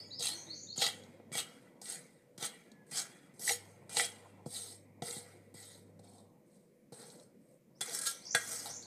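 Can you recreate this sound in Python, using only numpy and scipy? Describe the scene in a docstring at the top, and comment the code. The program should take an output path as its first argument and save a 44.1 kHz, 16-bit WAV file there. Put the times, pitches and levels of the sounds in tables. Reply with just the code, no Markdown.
"""Scraping a wok by an open door

A steel spatula scrapes roasted flour around a thin metal wok that stands on the floor near an open door.
Each stroke lands with a knock and drags gritty grains over the metal: random slips and blows drive damped
modes. Small birds whistle and trill outside and a dove coos once, all as frequency-modulated sines. Filtered
noise gives a low room rumble and far hiss; steady sines give motor tones and a mains hum that comes and goes.
"""
import sys
import numpy as np
from scipy import signal
from scipy.io import wavfile

SR = 44100
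rng = np.random.default_rng(int(sys.argv[2]) if len(sys.argv) > 2 else 0)


def pcm_store(signal):
    """Save signal as 16-bit PCM."""
    levels = np.round(np.clip(np.atleast_2d(signal), -1, 1) * 32767)
    wavfile.write(sys.argv[1], SR, levels.astype(np.int16).T)


N = 390710
BLOW_SAMPLES = 600   # span computed for each blow


def amp(db):
    """Decibel definition: the amplitude gain of a level in dB."""
    return 10 ** (np.asarray(db) / 20)


def rms_one(x):
    """Power normalisation: scale to an rms of 1."""
    return x / np.sqrt(np.mean(x ** 2) + 1e-20)


def in_time(rows):
    """Linear interpolation: the columns of a (time, ...) table at every sample."""
    s, *columns = np.transpose(rows)
    return [np.interp(np.arange(N) / SR, s, c) for c in columns]


def filtered(x, order, hz, kind):
    """Butterworth filtering: a maximally flat pass band."""
    return signal.sosfilt(signal.butter(order, hz, kind, fs=SR, output="sos"), x)


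def drift(rate):
    """Low-passed noise: a slow random curve of spread 1 that changes about rate times a second."""
    steps = rng.standard_normal(N // 40 + 2002)
    r = np.exp(-80 * np.pi * rate / SR)   # one step per 40 samples
    slow = signal.lfilter([1], [1, -2 * r, r * r], steps)[2000:]
    return np.interp(np.arange(N) / 40, np.arange(len(slow)), rms_one(slow))


def ring(x, hz, width_hz):
    """Damped resonance: a unit click starts a decaying wave of height 1; little leaks far from the mode."""
    r, w = np.exp(-np.pi * width_hz / SR), 2 * np.pi * hz / SR
    return signal.lfilter([.5, 0, -.5], [1, -2 * r * np.cos(w), r * r], x + 1e-18)


def coloured(sources, spectrum, patchy_db, rate, tint_db=lambda hz: 0):
    """Third-octave synthesis: bands of two sources in turn, each flickering alone and tinted over time."""
    hz, db = np.transpose(spectrum)
    out, power = 0, 0
    edges = 30 * 2 ** np.arange(0, 9.2, 1 / 3)
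    for k, (low, high) in enumerate(zip(edges, edges[1:])):
        if hz[0] < high and low < hz[-1]:
            band = filtered(sources[k % 2], 2, [low, high], "band")
            band_db = np.interp(np.log(low * high) / 2, np.log(hz), db)
            band = band * amp(band_db + patchy_db * drift(rate))
            out = out + band * amp(tint_db(np.sqrt(low * high)))
            power = power + np.mean(band ** 2)   # the tint is left out of the normalisation
    return out / np.sqrt(power)


def grains(per_s, spread_db):
    """Poisson impulses: two streams of tiny slips of uneven size, with an rms of 1."""
    sizes = amp(spread_db * np.minimum(rng.exponential(1, (2, N)), 5)) * rng.choice([-1, 1], (2, N))
    return rms_one(sizes * (rng.random((2, N)) < per_s / SR))


def echoes(x, t60_s, spread_s):
    """Diffuse reverberation: convolution with decaying noise of energy 1 that builds up over spread_s."""
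    t = np.arange(SR) / SR
    tail = rng.standard_normal(SR) * amp(-60 * t / t60_s) * np.minimum(t / spread_s, 1)
    return signal.fftconvolve(x, tail / np.sqrt(np.sum(tail ** 2)))[:N]


def share(hz, levels, centres_hz):
    """Log-frequency interpolation: the level at a pitch between levels known at a few pitches."""
    place = np.interp(np.log(hz), np.log(centres_hz), np.arange(len(levels)))
    k = min(int(place), len(levels) - 2)
    return levels[k] + (place - k) * (levels[k + 1] - levels[k])


# Spatula strokes: (landing [s], landing crunch [dB], level as the drag sets in [dB], press length [s],
# full grit [dB], drag length [s], grit at lift [dB], flour sliding back re full grit [dB],
# then metal ring re grit [dB] at each of the nine RING_HZ)
STROKES = [(-0.25, -44.5, -47, 0.15, -39.5, 0.046, -49.5, -24.5, 8, 14, -1, 5, 15, -1, 12, 3, -2),
           (0.198, -53.5, -52, 0.052, -38, 0.061, -46.5, -12.5, -17, -5, -6, -10, 5, 8.5, 4, 7.3, -2),
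           (0.76, -52.5, -56.5, 0.061, -38, 0.059, -46, -16, 1, 6.5, 4, -4, 13, 15, 7.5, 5.8, -13),
           (1.324, -42, -49, 0.067, -36.5, 0.024, -45.5, -20, -6, 0, 2, -2.5, 7, 5, 5, 3.6, 3),
           (1.815, -45, -54.5, 0.093, -40, 0.043, -44, -16, -5.5, -5.5, -5.5, -7, -15, 0.5, -1.5, 2, -8.5),
           (2.378, -43, -57.5, 0.06, -42, 0.017, -41.5, -16, -0.5, 4, 3.5, 0, 9, 5, 6, 2.5, 6),
           (2.865, -76.5, -69, 0.04, -61.5, 0.017, -69, -19, 14, -7, -9, -10.5, -12.5, -10, -1, 3.4, 0),
           (2.911, -67, -48.5, 0.041, -43.5, 0.038, -34, -7, -22, -5, -2.5, -6.5, -0.5, -0.5, 6, 4.4, -24),
           (3.338, -61, -70, 0.063, -63, .02, -51, -26, -12, -12, -22, -15, -12, -12.5, -1, 3, 1),
           (3.394, -45, -50, 0.12, -32.5, 0.016, -37.5, -23, -5, -3.5, -6, -6.5, -7, -0.5, 8, 6.4, 11.5),
           (3.894, -37, -51, 0.088, -30.5, 0.079, -40, -18.5, -5, -2.5, -4.5, -11, 4.5, -4, -2, 0.5, -23),
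           (4.459, -50.5, -64, 0.088, -47, 0.17, -54.5, -23, -1.5, -3, -2.5, -10, -25, 5, 4.5, 11.7, 4),
           (5.02, -58.5, -54, 0.055, -45, 0.11, -46.5, -3, -6.5, -7, -13, -22.5, -18, 0, -7, 1.6, -2),
           (5.541, -51, -60, 0.061, -54.5, 0.18, -62.5, -7.5, -8, -2.5, -1, -6, -18.5, 2, -2.5, 4.7, 7),
           (5.991, -60, -96, 0.05, -66.5, 0.16, -68, -12, 9.5, 12, -14, -20, -12, 5.5, -4, 5.1, -10),
           (6.461, -89.5, -83.5, 0.083, -70.5, 0.14, -84, -12.5, -8.5, -12, -16, -10, -9.5, -2.5, -3.5, 2.5, -1.5),
           (6.922, -48.5, -58.5, 0.11, -54.5, 0.2, -65.5, -13, 12, 1.5, 3, -16, -15, -3, -4, 2.1, -4),
           (7.39, -99, -84.5, 0.14, -73.5, 0.027, -78, -17, -14, -12, -29.5, -22, -18, -9.5, -7.5, 3.4, 6),
           (7.808, -30.5, -52, 0.096, -45.5, 0.014, -45, -15.5, 3, -0.5, 4, -0.5, -1, 1, 4.5, 2.3, -1),
           (7.92, -55, -47, 0.03, -36.5, 0.013, -40.5, -27, -3, -18, -4, -15, -17, -8, 5, 3, 10),
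           (7.968, -48, -48.5, 0.024, -34.5, 0.0051, -42.5, -28, -23, -23, -12, -16, -22, -7, 1.5, 3.8, -1),
           (8.013, -31, -40, 0.0056, -43.5, 0.035, -34.5, -24, -29, -29, -16, -17, -20, -18, -7, 7.5, -4),
           (8.0591, -32.5, -32, 0.0037, -31.5, 0.031, -34.5, -18, -22, -21, -14, -29, -8, 2.5, 0, 2.4, 6),
           (8.348, -27.5, -33, 0.0058, -39.5, 0.0042, -54, -17, -3, -1, 15, 7, 11, -1, 3, 1.7, -2),
           (8.376, -60, -53, 0.15, -43.5, 0.16, -55, -5.5, -22, -9.5, -5, -34, -13, -13, 8, 10.2, 8),
           (8.654, -67, -46.5, 0.038, -49.5, 0.018, -52, -12, -3.5, 7, 2, -15, -13, 3, -7, 2.5, -2)]
# Centres of the ring ranges: (frequency [Hz])
RING_HZ = [480, 760, 1450, 2100, 3000, 4000, 6000, 8500, 12000]
# The landing crunch rings the metal less, by a different amount in each range: (offset [dB]) per ring range
CRUNCH_RING_DB = [-4.5, -7.5, -6, -7.5, -11.5, -13, -8, -8, -13]
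# Ring follows the grit as the blade presses in, mostly weaker while the press is light:
# (ring dB per dB of grit [dB/dB]) per ring range
RING_FOLLOWS = [.4, 0.23, 0.019, 0.34, .33, 0.61, 0.047, 0.21, -.1]
# Ring of the sliding flour re its grit: (level [dB]) per ring range
SETTLE_RING_DB = [12, 3.7, 9.1, 7.3, 2.5, 0.53, 1.1, 3, 1.5]
# The sliding flour dies away: (decay [dB/s]) for the grit, then for each ring range
SETTLE_DB_PER_S = [84.2, 56.3, 57, 56, 56, 70, 88, 87, 85, 85.5]
SETTLE_KEEPS = 0.49   # share of the stroke's ring colour kept by the sliding flour
LEAD_IN_S, LEAD_IN_DB, LEAD_IN_RISE_DB = 0.03, -35, 13.5   # short faint rise of grit just before each landing
CRUNCH_DB_PER_S = 553   # the crunch dies fast
LIFT_DB_PER_S = 481.5   # fall of the grit as the blade lifts, after a very short drag
LONG_DRAG_S = 0.14      # after a drag this long the lift is half as abrupt


def strokes():
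    """Power summation: a soft lead-in, crunch, press, drag, lift and settling give grit and ring re grit [dB]."""
    step = np.arange(0, N + 16, 16)
    power = np.full((1 + len(RING_HZ), len(step)), 1e-13)
    for start, crunch_db, from_db, press, full_db, drag, lift_db, slide_db, *colour in STROKES:
        t = step / SR - start
        colour = np.array([0, *colour])[:, None]
        landed = t >= 0
        lead_in = crunch_db + LEAD_IN_DB + LEAD_IN_RISE_DB * np.minimum(t, 0) / LEAD_IN_S
        crunch = crunch_db - CRUNCH_DB_PER_S * np.maximum(t, 0)
        soft = np.where(landed, crunch, lead_in) + colour + np.array([[0, *CRUNCH_RING_DB]]).T
        lifting = LIFT_DB_PER_S / (1 + drag / LONG_DRAG_S) * np.maximum(t - press - drag, 0)
        blade = np.interp(t, [0, press, press + drag], [from_db, full_db, lift_db]) - lifting
        pressing = np.interp(t, [0, press], [from_db - full_db, 0])
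        blade = blade + colour + np.array([[0.0013, *RING_FOLLOWS]]).T * pressing
        settle = full_db + pressing + slide_db + np.array([[0.0033, *SETTLE_RING_DB]]).T
        settle = settle + SETTLE_KEEPS * colour
        settle = settle - np.array([SETTLE_DB_PER_S]).T * np.maximum(t - press, 0)
        power += amp(2 * soft) + landed * (amp(2 * blade) + amp(2 * settle))
    grit_db, *ring_db = [np.interp(np.arange(N), step, 10 * np.log10(p)) for p in power]
    return [grit_db] + [db - grit_db for db in ring_db]


def stick_slip(hiss_db):
    """Stick-slip friction: fine slips under the edge, and coarse lumps crushed against the wall."""
    # the edge skips in clumps, more when pressed hard
    judder = amp(np.clip((hiss_db + 64) / 24, .3, 1.3) * (1.1 * drift(50) + 1.6 * drift(200)))
    fine = (grains(9000, 3.3) + amp(-13.0) * grains(220, 3.3)) * judder   # now and then a crackle
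    lumps = amp(-12.5) * grains(250, 4.7) * judder
    return fine, lumps


# Spectrum of the grit hiss: (frequency [Hz], relative density [dB per Hz])
GRIT = [(2600, -21.5), (3200, -7), (3930, 10.5), (6130, 9.5), (7780, -0.5), (8460, 16), (11000, -2),
        (14400, -18.5), (15600, -28)]
GRIT_TINT = 0.27   # dB of grit colour per dB of ring colour


def grit_hiss(fine, hiss_db, ring_db):
    """Broadband friction noise: grit hisses under the blade edge, tinted by part of the stroke's colour."""
    tint_db = lambda hz: GRIT_TINT * share(hz, ring_db, RING_HZ)
    hiss = filtered(coloured(fine, GRIT, 3.3, 37, tint_db), 5, 3150, "high")
    out = amp(hiss_db - 5.0) * hiss
    # a very short dense echo gives the hiss a fine metallic grain
    return amp(-2.0) * out + amp(-4.5) * echoes(out, 0.025, 0.00076)


# Modes of wok and blade: (frequency [Hz], bandwidth [Hz], relative level [dB])
WOK = [(402, 24, -11.5), (480.3, 22, -1.5), (697, 59, -3), (796, 76, -0.5), (1350, 230, -3.5),
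       (1500, 130, -8.5), (1653, 14, -16), (1837, 110, -5), (1972, 46, -1), (2126, 45, -5.5),
       (2272, 52, -3), (2414, 35, -9), (2735, 85, -8.5), (2909, 20, -10.5), (3183, 100, -6),
       (3314, 50, -3.5), (3430, 37, -9.5), (3684, 150, -2.5), (3977, 370, 1.5), (4320, 160, -3.5),
       (4360, 17, -6.5), (4786, 210, -3), (5460, 56, -5.5), (5836, 120, -5.5), (6336, 230, -4),
       (6770, 95, -3.5), (7180, 50, -9), (7520, 290, -11), (7800, 30, -7), (8270, 70, -3.5),
       (8513, 160, -1.5), (8730, 47, -14), (9270, 28, -12.5), (10750, 60, -10), (10870, 130, -11),
       (10400, 100, -18), (11550, 80, -15), (11700, 60, -14), (12940, 40, -22), (13600, 46, -20.5),
       (14100, 80, -24.5)]


def metal_modes(slips, hiss_db, ring_db):
    """Modal superposition: stick-slip and knocks drive the same damped metal modes."""
    out = 0
    for k, (hz, width, db) in enumerate(WOK):
        # the contact point moves across the nodes of each mode
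        wander_db = np.clip(hz / 1800, .4, 1) * (3.64 * drift(16) + 2.5 * drift(3.5))
        drive_db = hiss_db + share(hz, ring_db, RING_HZ) + db - 32.0 + wander_db
        drive = slips[k % 2] * amp(drive_db)
        add_knocks(drive, hz, db)
        out = out + ring(drive, hz, width) * np.sqrt(width / 100)
    return out


# Bird notes: (start [s], end [s], start pitch [Hz], middle pitch [Hz], end pitch [Hz], relative level [dB],
# trill swing before its waveform shaping [Hz], trill rate [1/s])
BIRDS = [(0.0, 0.012, 4500, 4660, 4800, -45, 100, 124), (0.0, 0.035, 4850, 5070, 5170, -50.5, 60, 77),
         (0.052, 0.14, 6750, 6730, 6630, -65, 160, 90), (0.104, 0.185, 3650, 4810, 5210, -46.5, 37, 49),
         (0.185, 0.213, 5150, 4830, 4430, -41.5, 41, 62), (0.203, 0.229, 3890, 3810, 3740, -40.5, 110, 110),
         (0.297, 0.341, 3930, 4270, 4330, -45.5, 41, 110), (0.34, 0.44, 6120, 6280, 6380, -50.5, 380, 100),
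         (0.466, 0.497, 3650, 3890, 4100, -54.5, 50, 125), (0.496, 0.545, 4100, 4420, 4637, -45.5, 60, 125),
         (0.543, 0.661, 6260, 6430, 6640, -51.5, 520, 120), (0.537, 0.549, 4600, 5300, 6270, -59, 27, 90),
         (0.553, 0.6, 4200, 4350, 4880, -54, 30, 60), (0.667, 0.7, 3680, 3790, 3730, -57.5, 33, 81),
         (0.685, 0.714, 4080, 4260, 4370, -47, 47, 62), (0.724, 0.744, 4350, 4450, 4550, -44, 40, 62),
         (0.739, 0.752, 4800, 5060, 5340, -55, 30, 120), (0.776, .784, 7300, 6790, 6200, -33, 27, 180),
         (0.789, 0.793, 4300, 4500, 4700, -39.5, 34, 140), (0.79, 0.797, 3900, 3793, 3680, -40, 30, 140),
         (2.64, 2.874, 1700, 1710, 1636, -72, 3.6, 100), (4.233, 4.4, 2690, 2665, 2745, -82, 6.6, 110),
         (7.749, 7.79, 4500, 5700, 6100, -72.5, 140, 150), (8.112, 8.191, 5800, 5920, 6100, -56, 310, 77),
         (8.216, 8.232, 3970, 4300, 4700, -58, 30, 80), (8.227, 8.365, 5000, 5990, 6290, -45, 850, 69),
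         (8.445, 8.615, 4700, 6250, 4680, -48.5, 600, 85), (8.656, 8.79, 4150, 6080, 6360, -44.5, 710, 93),
         (8.819, 8.87, 4500, 4320, 3960, -60, 340, 210)]
TRILL_SWELLS_S = .125   # longer notes swell in slowly


def birds():
    """Frequency modulation: gliding whistles trill fast and unevenly; walls outside smear them."""
    out, t = np.zeros(N), np.arange(N) / SR
    uneven, flutter = 0.12 * drift(45), drift(110)
    for start, end, hz0, hz1, hz2, db, swing, rate in BIRDS:
        i = np.arange(round(max(start, 0) * SR), min(round(end * SR), N))
        u = np.linspace(0, 1, len(i))
        # parabola through the three pitches
        glide = hz0 * (1 - u) * (1 - 2 * u) + 4 * hz1 * u * (1 - u) + hz2 * u * (2 * u - 1)
        turn = 2 * np.pi * (rate * t[i] + uneven[i])
        trill = np.sin(turn) + 0.35 * np.sin(2 * turn)   # quick rise, slower fall
        pitch = glide + swing * np.minimum(u / 0.18, 1) * trill
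        throb = 1 + np.clip(swing / 1100, 0, 1) * -np.cos(turn)   # louder on the way down
        level = amp(db) * throb * amp((2.5 + swing / 420) * flutter[i])
        attack = 0.13 + 0.41 * (end - start > TRILL_SWELLS_S)   # share of the note
        envelope = np.minimum(u / attack, 1) * (1 - u) ** 0.25
        out[i] += level * envelope * np.sin(2 * np.pi * np.cumsum(pitch) / SR)
    return amp(1.0) * out + amp(0.5) * echoes(out, 0.45, .003)


# Spectrum of the low rumble: (frequency [Hz], relative density [dB per Hz])
ROOM = [(50, -46), (85, -14.5), (134, -4), (209, 0), (247, -1), (412, -12.5), (483, 5), (700, -34),
        (910, -60.5), (1540, -120)]
# Rumble course: (time [s], low level [dB], level of its brighter edge [dB])
RUMBLE = [(0.0, -60, -79), (0.29, -60.5, -66), (0.74, -61.5, -83), (0.99, -58.5, -73), (1.9, -63.5, -75),
          (2.29, -65, -88.5), (2.64, -63, -75.5), (3.43, -61.5, -78), (3.63, -62.5, -69.5),
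          (6.05, -62.5, -83), (6.17, -61, -72.5), (6.74, -69.5, -93.5), (6.96, -65, -94.5),
          (7.11, -60.5, -76.5), (7.6, -66.5, -96), (7.85, -65.5, -81), (7.97, -61.5, -72.5),
          (8.86, -61, -70)]


def room_rumble(white):
    """Band-limited noise: a low room rumble whose upper edge swells."""
    low_db, edge_db = in_time(RUMBLE)
    edge = rms_one(filtered(white[0, ::-1], 4, [600, 1050], "band"))
    low = amp(low_db) * coloured(white, ROOM, 3.1, 9.7)
    return low + amp(edge_db + 3.7 * drift(12.0)) * edge


# Spectrum of the steady far hiss: (frequency [Hz], relative density [dB per Hz])
AIR = [(530, -46.5), (900, -17.5), (944, 3), (1000, -9), (1470, -15), (1930, -10), (3350, -21.5),
       (3600, -13), (3860, -20), (7280, -17), (15600, -19)]
# Far band of hiss near 2 kHz, before a fixed 4.5 dB cut: (time [s], level [dB])
WASH = [(0.0, -86), (0.27, -88), (0.39, -63), (0.62, -74), (0.84, -92), (0.94, -71.5), (2.44, -95),
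        (2.57, -64), (2.74, -84), (4.14, -69.5), (4.32, -73.5), (5.28, -74), (6.0, -85), (7.85, -88),
        (7.97, -57), (8.19, -70), (8.59, -61), (8.86, -70)]
AIR_DB = -81


def far_hiss(white):
    """Spectral shaping of noise: a steady far hiss and a band near 2 kHz that swells and fades."""
    wash = rms_one(filtered(white[1, ::-1], 3, [1850, 2420], "band"))
    wash_db = in_time(WASH)[0] - 4.5 + 0.9 * drift(6)
    return amp(AIR_DB) * coloured(white, AIR, .8, 5) + amp(wash_db) * wash


# Far motor tones: (frequency [Hz], level [dB])
DRONE = [(145.3, -79.5), (177.6, -77.5), (344.5, -78.5), (489.9, -75.5), (543.7, -85.5)]


def motor_tones():
    """Pure tones: far motors as sines that waver in level and phase."""
    out, t = np.zeros(N), np.arange(N) / SR
    for hz, db in DRONE:
        phase = 2 * np.pi * (hz * t + .3 * drift(3.7))
        out += np.sqrt(2) * amp(db + 1.5 * drift(10.0)) * np.sin(phase)
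    return out


# Mains hum intervals; the fade-in begins 37 ms before the first time: (from [s], to [s], level [dB])
HUM = [(0, 1.452, -65.5), (3.499, 6.306, -64), (8.387, 8.898, -67.5)]
HUM_HZ = 100.2


def mains_hum():
    """Amplitude gating: a sine of wavering level that comes and goes."""
    t, on = np.arange(N) / SR, 0
    for start, end, db in HUM:
        on = on + amp(db) * np.clip(np.minimum(t - start + 0.037, end - t) / 0.031, 0, 1)
    return np.sqrt(2) * on * amp(1.5 * drift(3)) * np.sin(2 * np.pi * HUM_HZ * t)


def background():
    """Linear superposition: the rumble and the far hiss share one pair of noises, the tones are added."""
    white = rng.standard_normal((2, N))
    return room_rumble(white) + far_hiss(white) + motor_tones() + mains_hum()


def rattle(count, hz, t60_s):
    """Finite contact time: the edge meets the metal over milliseconds, each blow with its own strength."""
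    t = np.arange(BLOW_SAMPLES) / SR
    shape = np.minimum(t / 0.0012, 1) * amp(-60 * t / t60_s)
    phase, luck = rng.uniform(0, 2 * np.pi, (count, 1)), rng.standard_normal((count, 1))
    return 2 * amp(2.9 * luck) * np.cos(2 * np.pi * hz * t + phase) * shape / shape.sum()


def blow_span(s):
    """Sampling: one row of sample numbers for each blow time."""
    return np.round(s * SR).astype(int)[:, None] + np.arange(BLOW_SAMPLES)


# Knocks, mostly the blade landing or catching, relative levels: (time [s], treble [dB], middle [dB], low [dB],
# floor thud [dB])
KNOCKS = [(0.1934, -15.5, -74, -45.5, -53), (0.2054, -15, -58, -39, -68), (0.7801, -21, -81, -52, -40.5),
          (0.8191, -12, -19, -30.5, -46), (0.8266, -7, -22, -45, -69), (0.8634, -7.5, -24, -50, -48),
          (1.035, -33, -70, -68.5, -67), (1.1984, -64, -53, -45.5, -60), (1.317, -28, -37, -73, -43),
          (1.3519, -13, -27.5, -37, -46), (1.8148, -62, -54, -50, -70), (1.855, -26, -42, -64, -82),
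          (2.381, -32, -47, -77, -48), (2.4246, -16, -35, -39, -46), (2.716, -32.5, -70, -71, -76),
          (2.92, -54, -49.5, -51, -52), (3.34, -57, -96, -89, -55), (3.3967, -52, -69, -70, -52),
          (3.425, -39, -71, -65, -61), (3.4455, -43, -60, -70, -68), (3.4763, -35, -11.5, -90, -75),
          (3.4921, -9, -10.5, -53, -48.5), (3.506, -14, -38, -35, -75), (3.895, -44, -71, -67, -53),
          (3.9682, -2.5, -22, -29, -51), (3.996, -11, -10.5, -31, -73), (4.4618, -38, -67, -34, -35.5),
          (5.021, -18, -35, -30.5, -36.5), (5.108, -15.5, -64, -64, -56), (5.166, -25, -60, -65, -44.5),
          (5.545, -46, -72, -86, -47.5), (5.6, -35, -75, -75, -80), (5.9937, -43, -80, -57, -54.5),
          (6.133, -47, -85.5, -85.5, -85), (6.1817, -39, -85, -84, -89), (6.2976, -56, -90, -90.5, -90),
          (6.9218, -49, -63, -44, -46), (6.939, -33, -70, -60, -72), (7.016, -31, -75, -70, -75),
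          (7.1, -27.5, -77, -70, -57.5), (7.197, -31, -78.5, -66.5, -75.5),
          (7.8103, -23, -34.5, -37.5, -51), (8.0145, -17, -63, -68, -54), (8.039, -25, -60, -67, -70),
          (7.8937, -23, -60, -70, -75), (7.9116, -25, -60, -70, -75), (7.948, -31, -50, -65, -72),
          (7.991, -31, -50, -67, -72), (8.0582, -18, -58, -62, -74), (8.3474, -3, -39, -26.5, -40.5),
          (8.708, -40, -60, -77, -58), (8.8244, -27, -68, -73, -73.5)]


def add_knocks(drive, hz, mode_db):
    """Impact excitation: add to a mode's drive the force of every knock near the mode's pitch."""
    s, treble_db, middle_db, low_db, _ = np.transpose(KNOCKS)
    blow_db = share(hz, [low_db + 0.5, middle_db - 7.0, treble_db - 24.5], [700, 1800, 4000])
    blow_db = blow_db + (2.5 if hz < 2500 else 1.3) * mode_db
    # where spans overlap, the row listed last counts
    drive[blow_span(s)] += amp(blow_db)[:, None] * rattle(len(s), hz, 0.007)


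def floor_thuds():
    """Low-passed impact: knocks cushioned by the flour set four low resonances ringing."""
    s, *_, thud_db = np.transpose(KNOCKS)
    thuds = np.zeros(N)
    thuds[blow_span(s)[:, 0]] = amp(thud_db + 1.0)
    thuds = filtered(thuds, 2, 600, "low")
    out = ring(thuds, 150, 35) + 0.58 * ring(thuds, 220, 40)
    return out + 0.49 * ring(thuds, 330, 60) + 0.3 * ring(thuds, 500, 70)


# Dove coo: (time [s], pitch [Hz], level [dB])
COO = [(0.28, 283, -58), (0.3, 292, -60), (0.358, 340, -60), (0.442, 339, -77), (0.474, 333, -60.5),
       (0.55, 303, -60), (0.6, 306, -80)]


def dove():
    """Phase integration: one soft, nearly pure coo follows a pitch curve."""
    hz, db = in_time(COO)
    t = np.arange(N) / SR
    on = np.clip(np.minimum(t - COO[0][0], COO[-1][0] - t) / 0.05, 0, 1)
    return np.sqrt(2) * on * amp(db) * np.sin(2 * np.pi * np.cumsum(hz) / SR)


# Modes of the bare upper wall, free of flour: (frequency [Hz], relative level [dB], t60 [s])
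RIM = [(656, -11.5, 0.1), (1368, -10.5, 0.12), (1524, -4, 0.11), (1630, -1.5, 0.11), (1903, -3, 0.093),
       (2110, -10, 0.089), (2380, -18, 0.14), (2876, -25, 0.21), (3420, 0.5, 0.047), (3300, -21, 0.31),
       (4016, -18, 0.16), (4320, -18, 0.15), (4500, -6, 0.08)]
# The blade strikes the bare wall: (time [s], relative level [dB])
RIM_HITS = [(7.8103, -50), (8.3468, -28.5)]
ON_RIM_FROM_S, RIM_SCRAPE_DB = 7.8, -50   # from then the blade also drags on the bare wall; drive re grit


def rim(scrape):
    """Light damping: clean blows and late scraping set the long modes of the bare wall ringing."""
    s, hit_db = np.transpose(RIM_HITS)
    scrape = scrape * amp(RIM_SCRAPE_DB) * (np.arange(N) > ON_RIM_FROM_S * SR)
    out = 0
    for hz, db, t60 in RIM:
        drive = scrape * amp(7.4 * drift(8.8))
        drive[blow_span(s)] += amp(hit_db)[:, None] * rattle(len(s), hz, 0.006)
        width_hz = np.log(1000) / (np.pi * t60)
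        out = out + amp(db) * ring(drive, hz, width_hz)
    return out


def wok():
    """Shared excitation: the same slips make the hiss and, joined by coarse lumps, ring the metal."""
    hiss_db, *ring_db = strokes()
    fine, lumps = stick_slip(hiss_db)
    slips = fine + lumps
    out = grit_hiss(fine, hiss_db, ring_db) + metal_modes(slips, hiss_db, ring_db)
    return out + floor_thuds() + rim(slips[0] * amp(hiss_db))


# Ranges that hang on longest in the room: (from [Hz], to [Hz], level [dB], t60 [s])
LINGERS = [(1010, 2500, -8, 0.26), (3000, 3200, -3, 0.31)]


def scene():
    """Direct and reverberant sound: the wok close by with a little room, the rest far."""
    near = wok()
    out = near + amp(-15.5) * echoes(near, 0.19, 0.014) + birds() + dove() + background()
    for low_hz, high_hz, db, t60 in LINGERS:
        out += amp(db) * echoes(filtered(near, 2, [low_hz, high_hz], "band"), t60, 0.011)
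    return out[None]


LOW_CUT_HZ, CUTOFF_HZ = 98.3, 16050   # deep bass roll-off; start of the stop band at the top


def record(dry):
    """Band limiting: the microphone chain drops deep bass, adds faint self-noise and cuts the top steeply."""
    out = filtered(dry, 6, LOW_CUT_HZ, "high")
    out = out + amp(-90.0) * rms_one(signal.lfilter([1], [1, -.99], rng.standard_normal(N)))
    return signal.sosfilt(signal.cheby2(14, 70, CUTOFF_HZ, fs=SR, output="sos"), out)


dry = scene()
out = record(dry)
pcm_store(out)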